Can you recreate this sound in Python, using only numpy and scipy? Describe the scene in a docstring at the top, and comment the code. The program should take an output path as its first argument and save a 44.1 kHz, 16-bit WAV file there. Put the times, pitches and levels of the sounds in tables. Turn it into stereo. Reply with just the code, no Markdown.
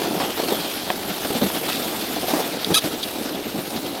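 """You hear hissing, crunching snow and a low rumble: a fast sled, from the rider's seat.
Crust scrapes under the runners, powder sprays, and the hull (the sled's hollow body) drums over lumps,
thuds over ruts and booms as it lands. Hard lumps knock on it, and wind buffets the microphone.
The frame ticks, and gives a short squeak and a creak as it sticks and slips under load."""
import sys
import numpy as np
from scipy import signal
from scipy.fft import rfft, irfft, next_fast_len
from scipy.io import wavfile
from scipy.ndimage import uniform_filter1d, map_coordinates

SR = 44100
rng = np.random.default_rng(int(sys.argv[2]) if len(sys.argv) > 2 else 0)


def store_wav(level_fs):
    """Save 16-bit WAV to argv[1]."""
    pcm = np.round(np.clip(np.atleast_2d(level_fs), -1, 1) * 32767)
    wavfile.write(sys.argv[1], SR, pcm.T.astype(np.int16))


N = 176400

# ruts in the track: t/s, relative thud level/dB, length/s, treble tilt/(dB per octave), crunch/dB
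RUTS = [(0.016, -23, 0.035, 1, -30), (0.058, -23.5, 0.032, -2, -33), (0.139, -24, 0.014, 1.5, -42),
        (0.163, -24, 0.018, -2.5, -35), (0.2, -20, 0.022, 3.5, -30.5), (0.23, -22.5, 0.038, 1, -34.5),
        (0.374, -22, 0.029, 2, -29.5), (0.426, -28, 0.0099, -1, -32), (0.481, -22, 0.0099, 1.5, -27),
        (0.5, -23.5, 0.018, 0, -32.5), (0.522, -19.5, 0.0092, 2.5, -33), (.876, -26.5, 0.0094, 4, -44),
        (0.903, -27.5, 0.012, 4, -35), (1.099, -26, 0.02, -5, -29), (1.246, -22, 0.014, -3, -32),
        (1.302, -22, 0.015, -2, -45), (1.35, -24, 0.036, -0.5, -31), (1.411, -20.5, 0.034, 0.5, -33),
        (1.457, -20, 0.011, -4, -47), (1.545, -25.5, 0.03, 1.5, -28.5), (1.686, -21.5, 0.015, 5.5, -26),
        (2.161, -24, 0.026, -0.5, -33), (2.228, -22, 0.012, -3, -48), (2.289, -23, 0.04, 3, -32),
        (2.334, -19, 0.025, 2.5, -33), (2.36, -22, 0.052, 2.5, -41), (2.665, -24.5, 0.029, -3.5, -42),
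        (2.703, -20, 0.024, -1, -33), (2.839, -23, 0.036, -0.5, -29.5), (3.211, -28, 0.013, -7, -42),
        (3.247, -24.5, 0.017, -3, -33.5), (3.541, -24.5, 0.022, -5.5, -43), (3.581, -25, 0.02, -6, -38),
        (3.759, -25.5, 0.02, -6, -30)]


def amp(db):
    """Turn decibels into a number to multiply by."""
    return 10 ** (np.asarray(db) / 20)


def unit(x):
    """Scale a signal to an average strength (rms) of 1."""
    return x / np.sqrt(np.mean(x ** 2) + 1e-20)


def along(points, hz):
    """Read between (f/Hz, value) points, on an axis of evenly spaced octaves."""
    f, v = np.transpose(points)
    return np.interp(np.log(hz + 1), np.log(f + 1), v)


def curve(rows):
    """Join (t/s, value) rows with straight lines, one value per sample."""
    return np.interp(np.arange(N) / SR, *np.transpose(rows))


def wobble(rate):
    """A smooth curve through `rate` random values a second."""
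    return map_coordinates(rng.standard_normal(N // 20), [np.arange(N) * rate / SR], mode="wrap")


def filtered(x, response):
    """Multiply each frequency in x by response(hz)."""
    size = next_fast_len(x.shape[-1] + SR // 10)
    return irfft(rfft(x, size) * response(np.fft.rfftfreq(size, 1 / SR)), size)[..., :x.shape[-1]]


def coloured(x, colour):
    """Shape the tone of x with (f/Hz, level/dB) points."""
    return filtered(x, lambda hz: amp(along(colour, hz)))


def stereo(pair, colour):
    """Blend two unrelated noises into one stereo sound with the given tone and a strength of 1."""
    likeness = [(100, 0.5), (280, 0.87), (600, 0.9), (1100, 0.52), (2000, 0.26), (4000, 0.13), (8000, -0.1),
                (14000, 0.02)]  # how alike left and right are: f/Hz, likeness (1 = the same)
    balance = [(60, -3), (140, -0.5), (300, 3), (600, 3), (1100, 0.8), (2000, 0), (4000, -1.6),
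               (8000, -0.2), (13000, -1.4)]  # left minus right: f/Hz, level/dB
    width = lambda hz: np.arccos(np.clip(along(likeness, hz), -1, 1)) / 2
    mid, side = filtered(pair, lambda hz: amp(along(colour, hz)) * [np.cos(width(hz)), np.sin(width(hz))])
    left_right = np.array([mid + side, mid - side])
    return unit(filtered(left_right, lambda hz: amp(np.outer([.5, -.5], along(balance, hz)))))


def grains(rate, spread_db, grain_db, patchy_db):
    """Two channels of patchy noise, plus tiny hits of random size that come in clumps."""
    spectrum = signal.stft(rng.standard_normal((2, N)), nperseg=256)[2]
    patches = uniform_filter1d(rng.standard_normal(spectrum.shape[1:]), size=6, axis=0)
    patches = uniform_filter1d(patches, size=12, axis=1)
    hiss = signal.istft(spectrum * amp(patchy_db * unit(patches)), nperseg=256)[1][:, :N]
    lands = rng.random(N) < rate / SR * amp(5 * wobble(45))  # the wobble bunches the hits
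    hits = lands * amp(spread_db * np.minimum(rng.exponential(size=N), 3))
    angle = 2 * np.pi * rng.random(N)
    return unit(hiss) + amp(grain_db) * unit(hits * np.array([np.cos(angle), np.sin(angle)]))


def pulses(times, sizes):
    """Sharp clicks that can fall between samples."""
    at = np.asarray(times)[:, None] * SR
    taps = np.floor(at).astype(int) + np.arange(-7, 9)
    shape = np.sinc(taps - at) * np.cos(np.pi * (taps - at) / 16) ** 2
    return np.bincount(taps.ravel(), (shape * np.asarray(sizes)[:, None]).ravel(), N)[:N]


def strikes(rows):
    """One sharp push for each (t/s, level/dB) row."""
    s, db = np.transpose(rows)
    return pulses(s, amp(db))


def ring(force, modes, phase_gap_rad, rise_s=0.00014):
    """A push sets off a body's own fading tones (modes), out of step between left and right."""
    t = np.arange(SR // 10) / SR
    lead = np.array([[.5], [-.5]]) * phase_gap_rad
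    tones = sum(amp(db - 60 * t / t60) * np.sin(2 * np.pi * hz * t + lead) for hz, db, t60 in modes)
    low_cut = signal.butter(2, modes[0][0] / 2, "highpass", fs=SR, output="sos")
    body = signal.sosfilt(low_cut, tones * (1 - np.exp(-t / rise_s)))
    return signal.fftconvolve(force[None], body, axes=1)[:, :N]


def press(start, length, rise_s=0.0021, fall_s=0.0077):
    """The pressure of one rut: a quick rise, a hold and a quick fall."""
    t = np.arange(N) / SR - start
    return np.clip(t / rise_s, 0, 1) * np.exp(-np.maximum(t - length, 0) / fall_s)


def wind():
    """Air buffets the microphone with a low rumble, a little louder on the right."""
    colour = [(15, -9), (30, -7), (65, 1), (110, 2), (250, -9), (800, -44)]  # tone of the wind: f/Hz, level/dB
    air = rng.standard_normal((2, N)) + 0.47 * rng.standard_normal(N)
    level_db = -48.5 + 1.7 * wobble(6.2) + np.array([[-1.5], [1.5]])
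    return unit(coloured(air, colour)) * amp(level_db)


def slips(rows, steady_hz=1210, jitter=0.17, scatter_db=1.4):
    """Sticking and slipping gives one click per slip: ragged when slow, a clear pitch when fast."""
    s, hz, db = np.transpose(rows)
    t = np.arange(s[0], s[-1], 1 / SR)
    cycles = np.cumsum(np.interp(t, s, hz)) / SR
    times = np.interp(np.arange(int(cycles[-1]) + 1), cycles, t)
    rate = np.interp(times, s, hz)
    chance = rng.standard_normal((SR // 10, 2))[:len(times)]
    ragged_s = jitter * np.clip(1 - rate / steady_hz, .05, 1) / rate
    sizes = amp(np.interp(times, s, db) + scatter_db * chance[:, 1])
    return pulses(times + ragged_s * chance[:, 0], sizes)


def frame():
    """The loaded frame ticks, squeaks and creaks, with a little grit on each slip."""
    squeak = [(2.7395, 700, -10), (2.7415, 730, -16), (2.743, 800, 1), (2.746, 830, -7), (2.751, 780, -2),
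              (2.7555, 950, -8), (2.758, 1240, -5.5), (2.762, 1275, -10), (2.771, 1330, -7),
              (2.778, 1230, -7), (2.784, 820, -7), (2.791, 430, -8), (2.796, 560, -20)]  # a run of hard slips: t/s, slip rate/Hz, level/dB
    creak = [(3.0296, 847, -12), (3.032, 912, -16), (3.038, 898, -14), (3.043, 700, -19)]  # a run of light slips: t/s, slip rate/Hz, level/dB
    ticks = [(1.692, -17), (1.7305, -9), (2.6462, -2.5)]  # single slips: t/s, level/dB
    light_colour = [(1000, -16), (2500, -2), (3200, 2), (4800, 3.5), (6000, -4), (12000, -8)]  # tone of the creak and ticks: f/Hz, level/dB
    modes = [(1310, -17, 0.012), (1698, -17.5, 0.013), (2640, -18.5, 0.012), (3334, -15, 0.021),
             (3570, -9.5, 0.012), (3840, -5.5, 0.0073), (4580, -11, 0.013), (6030, -10.5, 0.0074),
             (9300, -10.5, 0.0066), (10400, -10.5, 0.0065), (11160, -9, 0.0042), (13900, -13, 0.0034)]  # the frame's own tones: f/Hz, level/dB, time to fade 60 dB/s
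    grit_colour = [(200, -30), (1500, -4), (3000, -1.0), (11000, 8), (16000, -11)]  # f/Hz, level/dB
    force = slips(squeak) + coloured(slips(creak) + strikes(ticks), light_colour)
    rub_strength = np.sqrt(np.abs(uniform_filter1d(force ** 2, size=24)) * 24)
    grit = coloured(rub_strength * rng.standard_normal((2, N)), grit_colour)
    return (ring(force, modes, phase_gap_rad=1.36) + amp(-20) * grit) * amp([[-.5], [.5]])


def knocks():
    """Hard lumps knock on the hull; the harder the lump, the brighter the knock."""
    lumps = [(.2012, -2, 1490), (.2125, -5, 1300), (.8973, -13, 3500), (.9029, 1.5, 5000),
             (1.502, -6.5, 1593)]  # lumps that hit: t/s, level/dB, treble limit/Hz
    modes = [(400, -18, 0.016), (697, -11.5, 0.015), (1010, -6.5, 0.0097), (1780, -5, 0.0056),
             (2480, -8, 0.0052), (3095, -13, 0.0088)]  # the hull's own tones: f/Hz, level/dB, time to fade 60 dB/s
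    force = np.zeros(N)
    for s, db, top_hz in lumps:
        soften = signal.butter(2, top_hz, fs=SR, output="sos")
        force += signal.sosfilt(soften, strikes([(s, db)]))
    return ring(-force, modes, phase_gap_rad=0.43)


def hull_booms():
    """The hull booms as it lands with its whole weight, and rings hollow where lumps knock on it, at a pitch
    set by where it is struck."""
    drops = [(.435, -15, 480, .05), (.486, -16, 332, 0.033), (.5205, -12.5, 424, 0.039),
             (.9062, -16, 720, 0.028), (1.305, -15.5, 401.5, 0.058), (1.352, -16, 233, 0.087),
             (1.4205, -9.5, 244.7, 0.075), (1.4385, -13, 197.6, 0.095), (1.4595, -15, 194, .035),
             (2.163, -12, 330, .025), (2.2825, -12.5, 644, .022), (2.3335, -13, 305, .04),
             (2.7043, -11, 365.3, 0.034), (2.713, -14, 167, 0.056), (2.843, -19, 166, 0.058)]  # landings and hollow knocks on the hull: t/s, level/dB, f/Hz, time to fade 60 dB/s
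    booms = np.zeros((2, N))
    for s, db, hz, t60 in drops:
        modes = [(hz, 0, t60), (hz * 2.24, -10, t60)]  # the hollow shell's first two tones
        booms += ring(strikes([(s, db)]), modes, phase_gap_rad=0.42)
    return booms * amp([[1.2], [-1.2]])


def hull(treble_hz=770):
    """Small lumps drum on the hull; each rut presses it harder and adds a thud with its own tone."""
    colour = [(40, -34), (100, -18), (150, -8.5), (205, -2.5), (250, -1.5), (300, 2), (370, -2),
              (430, -3.5), (600, -5.5), (780, -4.5), (1020, -12.5), (1500, -21.5), (3000, -31)]  # tone of the hull: f/Hz, level/dB
    rumble_level = [(0, -28), (.3, -29), (.62, -29), (.8, -31), (1.2, -30.5), (1.55, -29), (1.9, -26),
                    (2.1, -30), (2.4, -29), (2.61, -31), (2.79, -30), (2.9, -29), (3.1, -30), (3.85, -29),
                    (4, -31)]  # rumble between ruts: t/s, level/dB
    treble_level = [(0, 3), (.8, 1.5), (1.8, -2), (2.45, 4), (2.95, -3), (4, -1)]  # boost or cut of the rumble's treble: t/s, level/dB
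    drum = stereo(grains(rate=200, spread_db=2.0, grain_db=-5.5, patchy_db=2.0), colour)
    treble = filtered(drum, lambda hz: 1 - 1 / (1 + (hz / treble_hz) ** 4))
    rumble = drum + (amp(curve(treble_level)) - 1) * treble
    rumble *= amp(curve(rumble_level) + 1.03 * wobble(35))
    rough = stereo(grains(rate=400, spread_db=2.5, grain_db=0.5, patchy_db=-1.0), colour)
    for s, db, length, tilt, _ in RUTS:
        span = slice(int(s * SR), int(s * SR) + SR // 8)
        pressure = press(s, length)[span]
        thud = pressure * filtered(rough[:, span], lambda hz: amp(tilt * np.log2(np.clip(hz, 160, 2000))))
        rumble[:, span] += amp(db - 1.5) * unit(thud) * np.sqrt(np.mean(pressure ** 2))
    return rumble


def rasp(width_hz=260, wander_hz=89.9):
    """The runners scrape out a narrow band of noise that glides and swells with the snow under them."""
    glide = [(0, 3600, -9), (.24, 3345, -6), (.35, 3270, -5), (.39, 4100, -3), (.46, 4204, -8),
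             (.49, 4000, -2), (.52, 3560, 1), (.55, 3279, -1.5), (.66, 3190, -8), (.92, 3336, -12),
             (1.1, 3700, -9.5), (1.57, 3396, -6), (2.3, 3540, -9.5), (4, 3850, -10.5)]  # the rasp's path: t/s, centre f/Hz, level/dB relative to the crust
    rows = np.array(glide)
    pitch, level = rows[:, :2], rows[:, ::2]
    noise_a, noise_b = filtered(rng.standard_normal((2, 2, N)), lambda hz: 1 / (1 + (hz / width_hz) ** 2))
    phase = 2 * np.pi * np.cumsum(curve(pitch) + wander_hz * wobble(11)) / SR
    return unit(noise_a * np.cos(phase) + noise_b * np.sin(phase)) * amp(curve(level))


def snow(boost_db=2.5):
    """Crust crunches and powder sprays; both flutter as the sled's contact with the snow varies."""
    crust_level = [(0, -34.5), (.33, -35), (.4, -32.5), (.52, -32), (.6, -33), (.66, -31.5), (.86, -33),
                   (1.05, -34), (1.2, -33), (1.4, -32.5), (1.63, -33), (1.72, -30), (2.1, -32.5),
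                   (2.36, -31), (2.6, -33), (2.8, -34.5), (3.15, -34.5), (3.35, -36), (4, -36.5)]  # scraping of the crust: t/s, relative level/dB
    crust_colour = [(300, -27), (800, -12.5), (1300, 0), (1900, -3), (2800, -0.5), (3400, -0.5),
                    (4300, -0.5), (5200, -3), (6500, -9), (9000, -24), (15000, -37)]  # its tone: f/Hz, level/dB
    powder_level = [(0, -37.5), (.3, -38), (.5, -32), (.89, -37), (1.3, -33), (1.73, -31.5), (2.25, -34),
                    (2.33, -30.5), (2.6, -39.5), (2.7, -33.5), (2.81, -37), (2.86, -30.5), (2.91, -37.5),
                    (3.25, -35.5), (3.29, -40), (3.76, -37), (4, -40.5)]  # spray of fine powder: t/s, relative level/dB
    powder_colour = [(3000, -31), (5500, -8), (7500, -2), (9000, 0), (10500, .5), (13000, 2.5), (14500, 0),
                     (16000, -9.5)]  # its tone: f/Hz, level/dB
    flutter_db = 0.44 * wobble(21.8) + 1.02 * wobble(150)
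    crust = stereo(grains(rate=700, spread_db=2.4, grain_db=-6.5, patchy_db=2.0), crust_colour) + rasp()
    powder = stereo(grains(rate=1900, spread_db=1.5, grain_db=-10.5, patchy_db=2.5), powder_colour)
    rut_crunch = sum(amp(crunch_db) * press(s, length) for s, _, length, _, crunch_db in RUTS)
    crust_gain = np.hypot(amp(curve(crust_level) + boost_db + 0.57 * wobble(40.15)), rut_crunch)
    powder_gain = amp(curve(powder_level) + boost_db + 0.4 * wobble(29.3))
    return amp(flutter_db) * (crust_gain * crust + powder_gain * powder)


def scene():
    """Everything as heard from the seat; the hull's rumble reaches the right side a little earlier."""
    lead_s = .00005
    rumble = filtered(hull(), lambda hz: np.exp(1j * np.pi * lead_s * np.outer([-1, 1], hz)))
    return snow() + rumble + knocks() + hull_booms() + frame() + wind()


def record(dry):
    """Clip peaks at full scale and remove the very highest treble."""
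    return filtered(np.clip(dry, -1, 1), lambda hz: hz < 15900)


dry = scene()
out = record(dry)
store_wav(out)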